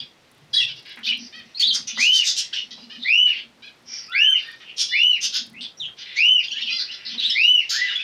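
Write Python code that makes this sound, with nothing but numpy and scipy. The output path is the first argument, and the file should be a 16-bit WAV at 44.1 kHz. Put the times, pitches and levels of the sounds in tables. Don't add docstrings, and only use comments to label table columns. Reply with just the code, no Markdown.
import sys
import numpy as np
from scipy import signal
from scipy.fft import rfft, irfft, next_fast_len
from scipy.io import wavfile
from scipy.ndimage import uniform_filter1d

SR = 44100
rng = np.random.default_rng(int(sys.argv[2]) if len(sys.argv) > 2 else 0)


def generate_wav(signal):
    frames = np.transpose(np.atleast_2d(signal))
    scaled = np.clip(frames, -1, 1) * 32767
    pcm = np.round(scaled).astype(np.int16)
    wavfile.write(sys.argv[1], SR, pcm)


def nominal_scale(level):
    x = np.asarray(level, float) / 20
    return 10 ** x


N = 354123


def at_hz(points, hz):
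    point_hz, value = np.transpose(points)
    return np.interp(np.log(hz + 1), np.log(point_hz), value)


def rms_one(x):
    return x / np.sqrt(np.mean(x ** 2) + 1e-20)


def coloured(x, gain_at):
    size = next_fast_len(len(x))
    hz = np.arange(size // 2 + 1) * SR / size
    return rms_one(irfft(rfft(x, size) * gain_at(hz), size)[:len(x)])


def drift(n, rate_hz):
    return coloured(rng.standard_normal(n), lambda hz: 1 / (1 + (hz / rate_hz) ** 2))


def swell(n, rise, power=1.38):
    u = np.arange(n) / n
    rise = np.clip(rise, .02, .95)
    return np.sin(np.pi / 2 * np.minimum(u / rise, (1 - u) / (1 - rise))) ** power


def add(out, s, piece):
    i = int(s * SR)
    out[i:i + len(piece)] += piece[:N - i]


# f/Hz, level/dB per Hz
AIR = [(15, -59.5), (25, -21.5), (152, -6.5), (233, -6.5), (349, -6), (647, -9.5), (781, -10),
       (1080, -11.5), (1750, -13), (4030, -16), (15500, -39)]


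def air():
    air_db = -57
    return nominal_scale(air_db) * coloured(rng.standard_normal(N), lambda hz: nominal_scale(at_hz(AIR, hz)))


# t/s, level/dB
FLOCK = [(0.0, -50), (1.99, -33), (2.17, -18.5), (2.75, -40.5), (3.26, -34), (3.42, -54), (5.16, -34.5),
         (5.63, -49), (6.44, -38.5), (7.13, -40.5), (7.38, -17), (8.03, -45)]


def far_birds(hushed):
    flock = np.zeros(N)
    for centre_hz in (2000, 2700, 3500, 4400, 5500):
        width_hz = 0.12 * centre_hz
        band = coloured(rng.standard_normal(N), lambda hz: 1 / (1 + ((hz - centre_hz) / width_hz) ** 4))
        flock += band * nominal_scale(3.5 * drift(N, 10))
    s, db = np.transpose(FLOCK)
    ride_db = np.interp(np.arange(N) / SR, s, db) - 18.5
    return hushed * nominal_scale(ride_db) * rms_one(flock)


# f/Hz, level/dB per Hz
BEAK = [(530, -75.5), (900, -62.5), (1470, -10.5), (1860, -7), (2500, -8), (2960, -3), (4760, -8),
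        (6800, -14), (7750, -28.5), (13400, -17), (15500, -42.5)]


def tone(pitch_hz, overtones_db, beak, strain_db=0):
    phase = 2 * np.pi * np.cumsum(pitch_hz) / SR
    out = np.zeros(len(phase))
    for k, db in enumerate(overtones_db):
        colour_db = beak * (at_hz(BEAK, (k + 1) * pitch_hz) - at_hz(BEAK, pitch_hz))
        strain_share = 0 if k == 0 else 1 if k == 1 else -3.5
        broken_db = min(3 * k, 7) * drift(len(phase), 50)
        level = nominal_scale(db + colour_db + strain_share * strain_db + broken_db)
        out += level * np.sin((k + 1) * phase)
    return np.sqrt(2) * out


def gliding_notes(rows, glide, shake):
    steady_above_db, steady_per_db = -26.5, .06
    out = np.zeros(N)
    for s, length, first_hz, db in rows:
        n = int(length * SR)
        wobble = max(shake - steady_per_db * max(db - steady_above_db, 0), 0)
        pitch = first_hz * np.linspace(1, glide, n) * (1 + .045 * wobble * drift(n, 180))
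        level = swell(n, .3 + max(glide - 1, 0), power=.6) * nominal_scale(db + 6 * wobble * drift(n, 200))
        add(out, s, level * tone(pitch, [0, -30, -42], beak=0.39))
    return out


# t/s, length/s, first f/Hz, level/dB
UPSTROKES = [(.534, 0.052, 1584, -41), (1.066, 0.029, 2314, -27), (1.124, 0.015, 2557, -23.5),
             (1.545, 0.048, 3880, -33), (1.621, 0.028, 3015, -11.5), (2.528, 0.016, 2780, -28),
             (2.527, 0.019, 1448, -39), (5.543, .075, 2330, -45), (6.526, 0.094, 1555, -47),
             (6.869, .06, 2425, -40.5), (7.224, 0.051, 3150, -21), (7.294, 0.038, 2820, -22),
             (7.36, 0.096, 3880, -33.5), (7.783, 0.043, 3277, -35.5)]
LIFTS = [(0, .014, 3240, -32), (0, 0.0076, 4480, -33), (.565, .012, 3770, -12.5),
         (1.049, 0.018, 3570, -30.5), (2.832, 0.024, 3980, -47.5), (3.027, 0.013, 3500, -29.5),
         (3.915, 0.058, 5260, -42), (5.532, .049, 2036, -53), (6.581, 0.033, 2256, -40),
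         (6.677, .052, 2513, -33), (7.87, 0.084, 2738, -33), (7.954, 0.019, 3300, -21.5),
         (7.987, .037, 2460, -33)]
HELD = [(.534, 0.029, 3336, -20), (.542, 0.012, 3970, -21.5), (.599, 0.025, 1945, -37.5),
        (.535, 0.061, 9000, -45.5), (1.03, .03, 3030, -37.5), (1.087, 0.022, 2968, -21),
        (1.142, 0.013, 4010, -35), (1.708, 0.016, 3175, -17), (2.526, 0.022, 4610, -38),
        (3.074, .019, 3500, -33.5), (4.117, 0.029, 3410, -33), (5.61, 0.029, 8030, -56),
        (5.771, .031, 5700, -46), (5.803, .07, 6650, -62), (2.528, 0.046, 7860, -62),
        (5.851, .033, 3194, -32), (6.482, 0.0061, 3340, -29), (6.619, 0.017, 3736, -31.5),
        (6.511, .028, 5570, -40), (6.606, 0.03, 5470, -42), (6.462, .18, 6550, -57),
        (7.206, 0.024, 3034, -34), (7.247, 0.061, 3850, -31.5), (7.287, 0.065, 2000, -57),
        (7.322, .035, 3750, -23.5), (7.245, 0.088, 7650, -58.5), (7.426, .065, 3900, -32.5)]
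DOWNSTROKES = [(.572, 0.026, 3434, -11.5), (.603, 0.036, 2863, -23.5), (.624, 0.03, 3570, -25),
               (.595, 0.078, 5800, -40.5), (.596, 0.055, 8800, -53), (1.106, 0.026, 2558, -25.5),
               (1.575, 0.023, 2650, -45), (1.596, .027, 4590, -17), (1.645, 0.051, 4060, -21),
               (2.56, .06, 2990, -32.5), (5.1, .087, 4200, -45), (7.176, 0.039, 4020, -28),
               (7.298, 0.019, 5500, -25), (7.875, 0.062, 3830, -34), (7.997, 0.054, 3570, -34)]
DIVES = [
    (1.669, .055, 4874, -18),
    (5.797, .055, 4020, -30),
]


def warble():
    return (gliding_notes(UPSTROKES, glide=1.3, shake=0.48)
            + gliding_notes(LIFTS, glide=1.07, shake=0.68)
            + gliding_notes(HELD, glide=1.005, shake=0.57)
            + gliding_notes(DOWNSTROKES, glide=.925, shake=0.62)
            + gliding_notes(DIVES, glide=.64, shake=.3))


def pulsed_call(n, pitch_hz, rough, throat_hz, width, far_db):
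    arch_depth = .13 * min(1, (.07 * SR / n) ** 3)
    arch = 1 - arch_depth * np.linspace(-1, 1, n) ** 2
    jitter = 1 + 0.1198 * rough ** 2 * drift(n, 201.6)
    phase = 2 * np.pi * np.cumsum(pitch_hz * arch * jitter) / SR
    pulses = rms_one(sum(np.cos(k * phase) for k in range(1, 22)))
    breath = rms_one(rng.standard_normal(n) * (0.69 + np.cos(phase)))
    flicker = nominal_scale(2.5 * rough * drift(n, 90))
    bars_db = 4 * rng.standard_normal(40)

    def throat(hz):
        peak_db = -np.minimum(4.56 * (np.log2((hz + 1) / throat_hz) / width) ** 2, 22)
        dull_db = -far_db / (1 + (6800 / (hz + 1)) ** 12)
        comb_db = np.interp(hz, 400 * np.arange(40), bars_db)
        return nominal_scale(.5 * at_hz(BEAK, hz) + peak_db + dull_db + comb_db)
    return coloured(flicker * ((1 - rough) * pulses + rough * breath), throat)


# t/s, length/s, level/dB, throat f/Hz, throat width/octaves
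SNAPS = [(0, 0.037, -43, 3780, 0.6), (.529, .12, -27, 4300, 0.31), (1.592, 0.07, -25.5, 4600, 0.72),
         (2.527, .11, -31, 4020, 0.86), (1.868, 0.07, -35, 3040, .3), (1.87, 0.053, -30.5, 6800, 0.43),
         (6.051, 0.26, -39.5, 2740, 0.63), (6.428, .034, -30, 4100, 0.39), (6.783, 0.063, -24, 4360, .22),
         (6.842, 0.52, -46, 2760, 1), (7.048, 0.073, -31, 4300, 0.22), (7.19, 0.13, -27.5, 3730, 0.38),
         (7.69, 0.13, -23, 4320, 0.46), (7.793, .28, -34, 3340, 0.88)]
SWELLS = [(1.15, .15, -42.5, 5600, .22), (2.98, .13, -37, 3900, 0.22), (1.029, 0.072, -26, 3890, 0.34),
          (1.724, 0.051, -23, 5550, 0.49), (1.972, .11, -21.5, 5080, 0.55), (2.109, 0.11, -21, 5030, 0.56),
          (2.225, 0.11, -21, 5200, 0.44), (2.353, 0.072, -22, 5220, 0.59), (3.85, 0.19, -35, 6160, 0.3),
          (3.87, 0.114, -49, 2290, 0.091), (3.983, 0.11, -44.5, 4960, 0.12), (5.32, .075, -21.5, 4250, 0.4),
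          (6.146, 0.065, -32.5, 4940, .99), (6.493, 0.28, -39, 4120, 0.31), (3.04, 0.11, -44.5, 4400, 0.25)]
BUILDS = [
    (1.94, 0.043, -30, 3600, 0.28),
    (3.299, .11, -34.5, 2900, 0.48),
    (4.633, .085, -42, 2750, .2),
    (4.762, .072, -20, 4940, .56),
    (5.202, .065, -21.5, 4540, 0.6),
    (5.962, .075, -37, 4230, 1),
]


def rasps():
    snap_attack_s, bright_hz, bright_power = 0.008, 6540, 0.99
    low_pass = signal.butter(4, bright_hz, fs=SR, output="sos")
    high_pass = signal.butter(4, bright_hz, "high", fs=SR, output="sos")
    out = np.zeros(N)
    for rows, rise in ((SNAPS, None), (SWELLS, 0.52), (BUILDS, 0.83)):
        for s, length, db, throat_hz, width in rows:
            n = int(length * SR)
            far_db = 3.45 * max(-26.0 - db, 0) + 80 * max(.45 - width, 0)
            call = pulsed_call(n, rng.uniform(520, 720), .82, throat_hz, width, far_db)
            body = signal.sosfilt(low_pass, call)
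            treble = signal.sosfilt(high_pass, call)
            push = swell(n, rise or snap_attack_s / length, power=1.03)
            add(out, s, nominal_scale(db - 3.5) * push * (body + treble * push ** bright_power))
    return out


# f/Hz, width/Hz
HUM_MODES = [(234.2, 22.5), (139, 25)]
# t/s, length/s, level/dB
UPPER_HUMS = [(0, 0.058, -60), (0.971, 0.09, -53), (1.062, .23, -45.5), (1.322, 0.18, -56),
              (1.621, 0.29, -51), (1.925, .12, -44), (2.623, 0.32, -53), (2.93, 0.12, -47),
              (3.34, 0.35, -63.5), (3.78, 0.17, -60), (5.17, 0.15, -59.5), (5.377, 0.31, -49),
              (6.515, 0.26, -58), (7.062, .13, -50), (7.195, .14, -54.5)]
LOWER_HUMS = [
    (0, 0.051, -52),
    (.35, 0.47, -56),
    (1.38, .1, -60),
    (1.72, .15, -58),
    (2.33, 0.095, -65),
    (5.5, 0.092, -59),
    (5.78, .15, -56),
    (6.28, .1, -60.5),
]


def low_hums():
    out = np.zeros(N)
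    for (mode_hz, width_hz), bouts in zip(HUM_MODES, (UPPER_HUMS, LOWER_HUMS)):
        hum = coloured(rng.standard_normal(N), lambda hz: 1 / (1 + ((hz - mode_hz) / width_hz) ** 2))
        swelling = np.full(N, nominal_scale(-75))
        for s, length, db in bouts:
            add(swelling, s, nominal_scale(db) * swell(int(length * SR), 0.61, power=0.57))
        out += swelling * hum
    return out


# t/s, level/dB peak
TICKS = [
    (1.101, -42.5),
    (1.1753, -45.5),
    (4.476, -46),
    (4.513, -46.5),
    (5.032, -47.5),
    (6.337, -35.5),
    (6.824, -48.5),
]
# first t/s, last t/s, level/dB, growth/dB per beat
FLUTTERS = [
    (0.314, .49, -49.5, -3),
    (.762, .995, -57, 1.5),
    (1.361, 1.4, -56, -1.5),
    (3.66, 3.84, -62, 0),
    (3.999, 4.13, -56, 2),
    (4.398, 4.631, -53.5, -1),
    (5.465, 5.54, -44.5, -3.5),
    (6.45, 6.49, -56, 1),
]


def wire_ticks():
    beat_s, wire_hz, wire_width_hz, decay_s = .0328, 9800, 1900, 0.005
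    events = list(TICKS)
    for first, last, db, grow_db in FLUTTERS:
        for k in range(int((last - first) / beat_s) + 1):
            events.append((first + beat_s * k, db + grow_db * k))
    out, t = np.zeros(N), np.arange(500) / SR
    for s, db in events:
        noise = rng.standard_normal(len(t))
        tick = coloured(noise, lambda hz: .3 + 1 / (1 + ((hz - wire_hz) / wire_width_hz) ** 2))
        level = nominal_scale(db - 6 + rng.normal(0, 2))
        add(out, s + rng.normal(0, .001), level * np.exp(-t / decay_s) * tick)
    return out


# t/s, length/s, pitch f/Hz, level/dB, throat f/Hz
CLEAR = [
    (.76, 0.034, 564, -46, 4030),
    (.89, 0.045, 550, -45.5, 3350),
    (1.325, 0.079, 637, -44, 2530),
    (2.707, 0.027, 656, -38, 4800),
    (2.897, 0.069, 624, -43.5, 2900),
    (3.266, 0.038, 598, -35.5, 2860),
    (3.622, 0.063, 830, -45.5, 3000),
    (4.885, .13, 576.3, -32, 3840),
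    (6.698, 0.094, 682, -31.5, 4500),
    (6.912, .04, 689, -37.5, 4750),
]
HOARSE = [
    (.678, 0.039, 771, -36.5, 3900),
    (.852, 0.073, 572, -46.5, 2310),
    (2.77, 0.088, 563, -51.5, 5500),
    (4.363, 0.09, 596, -46.5, 4700),
    (4.394, .16, 600, -49, 2700),
    (4.6, 0.034, 640, -48, 2380),
    (5.608, 0.041, 680, -34.5, 3900),
    (7.092, 0.057, 681, -37, 3800),
]


def nasal_calls():
    throat_width_hz, narrowing_hz_per_db = 2820, 105.5
    out = np.zeros(N)
    for rows, rough in ((CLEAR, .12), (HOARSE, .55)):
        for s, length, pitch_hz, db, throat_hz in rows:
            n = int(length * SR)
            width = max(throat_width_hz - narrowing_hz_per_db * (db + 44.5), 900) / throat_hz
            call = pulsed_call(n, pitch_hz * 1.02, rough, throat_hz, width, far_db=39.5)
            add(out, s, nominal_scale(db) * swell(n, 0.17, power=0.17) * call)
    return out


# t/s, level/dB peak, ring f/Hz
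LANDINGS = [
    (0.972, -36.5, 1940),
    (1.759, -38.5, 1750),
    (1.974, -35, 1190),
    (2.777, -49, 374),
    (5.883, -49.5, 1510),
    (7.15, -47, 320),
]


def landings():
    out, t = np.zeros(N), np.arange(2600) / SR
    for s, db, ring_hz in LANDINGS:
        noise = rng.standard_normal(len(t))
        thud = coloured(noise, lambda hz: hz / (hz + 300) / (1 + ((hz - ring_hz) / 700) ** 2))
        add(out, s, nominal_scale(db - 2.5) * np.exp(-t / 0.045) * thud)
    return out


def arched_whistles(rows, overtones_db, top_at, last_drop, tire_db, fall):
    out = np.zeros(N)
    for s, length, top_hz, db, depth in rows:
        n = int(length * SR)
        u = np.arange(n) / n
        climb = (1 - u / top_at) ** 2
        descent = fall * ((u - top_at) / (.9 - top_at)) ** 2
        low = np.where(u < top_at, climb, descent)
        collapse = 1 - last_drop * np.clip((u - .9) / .1, 0, 1)
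        pitch = top_hz * (1 - depth * low) * collapse * (1 + .006 * drift(n, 150))
        tiring_db = tire_db * np.clip((u - .75) / 0.32, 0, 1)
        effort_db = db - 14 * low - tiring_db - 35 * (1 - collapse)
        flutter_db = 2.5 * drift(n, 70)
        strain_db = 12 * low + 20 * (1 - collapse)
        level = swell(n, 0.2, power=0.41) * nominal_scale(effort_db + flutter_db)
        add(out, s, level * tone(pitch, overtones_db, 1.0, strain_db))
    return out


# t/s, length/s, top f/Hz, level/dB, arch depth/share of top
WHISTLES = [
    (1.975, .27, 3080, -14.5, 0.39),
    (3.045, .3, 3004, -14, 0.37),
    (4.131, .265, 3113, -13.5, 0.4),
    (4.912, .27, 3002, -16, 0.42),
    (6.155, .265, 3037, -13.5, .365),
    (7.345, 0.28, 3006, -13.5, .355),
]
OVERTONES_DB = [-2, -22.5, -29, -27, -32.5]


def loud_whistles():
    return arched_whistles(WHISTLES, OVERTONES_DB, top_at=.59, last_drop=.24, tire_db=5, fall=.26)


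def hush(loud):
    level_db = 10 * np.log10(uniform_filter1d(loud ** 2, size=1301) + 1e-12)
    return nominal_scale(-9 * np.clip((level_db + 26.0) / 6, 0, 1))


# t/s, length/s, top f/Hz, level/dB, arch depth/share of top
LOW_WHISTLES = [
    (4.08, 0.27, 1749, -36, 0.3),
    (4.44, 0.089, 1853, -40.5, 0.035),
    (7.705, .22, 2000, -30.5, 0.39),
]


def low_whistles():
    return arched_whistles(LOW_WHISTLES, [0, -24, -40], top_at=.58, last_drop=.1, tire_db=3, fall=.7)


def trill():
    first_s, gap_s = 6.505, 0.052
    starts = first_s + gap_s * np.arange(5)
    strokes = [(s, .034, 2540, -27.5) for s in starts]   # t/s, length/s, first f/Hz, level/dB
    riders = [(s, .03, 4300, -40) for s in starts[[0, 2, 3]]]
    return gliding_notes(strokes, glide=1.37, shake=.2) + gliding_notes(riders, glide=1.07, shake=0.68)


def room(x):
    t60_s, dull_hz, tail_cut_s = 0.21, 5560, 0.28
    t = np.arange(int(.4 * SR)) / SR
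    echoes = coloured(rng.standard_normal(len(t)), lambda hz: 0.16 + 1 / (1 + (hz / dull_hz) ** 3))
    echoes = echoes * nominal_scale(-60 * t / t60_s) * (t > .003) / (1 + (t / tail_cut_s) ** 6)
    return signal.fftconvolve(x, echoes / np.sqrt(np.sum(echoes ** 2)))[:N]


def scene():
    loud = loud_whistles()
    near = warble() + trill()
    far = loud + low_whistles() + rasps() + nasal_calls()
    echo = nominal_scale(0.5) * room(far + nominal_scale(-5.5) * near)
    cage = low_hums() + wire_ticks() + landings()
    background = air() + far_birds(hush(loud))
    return (near + far + echo + cage + background)[None]


def roll_off(x):
    return signal.sosfilt(signal.butter(12, 15610, fs=SR, output="sos"), x)


def record(dry):
    threshold_db, release_db_per_s, squeeze = -18.5, 160, 0.47
    level_db = 10 * np.log10(uniform_filter1d(dry[0] ** 2, size=441) + 1e-12)
    over_db = np.maximum(level_db - threshold_db, 0)
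    slope_db = release_db_per_s * np.arange(N) / SR
    held_db = np.maximum.accumulate(over_db + slope_db) - slope_db
    cut_db = uniform_filter1d(squeeze * held_db, size=301)
    return roll_off(dry * nominal_scale(-cut_db))


dry = scene()
out = record(dry)
generate_wav(out)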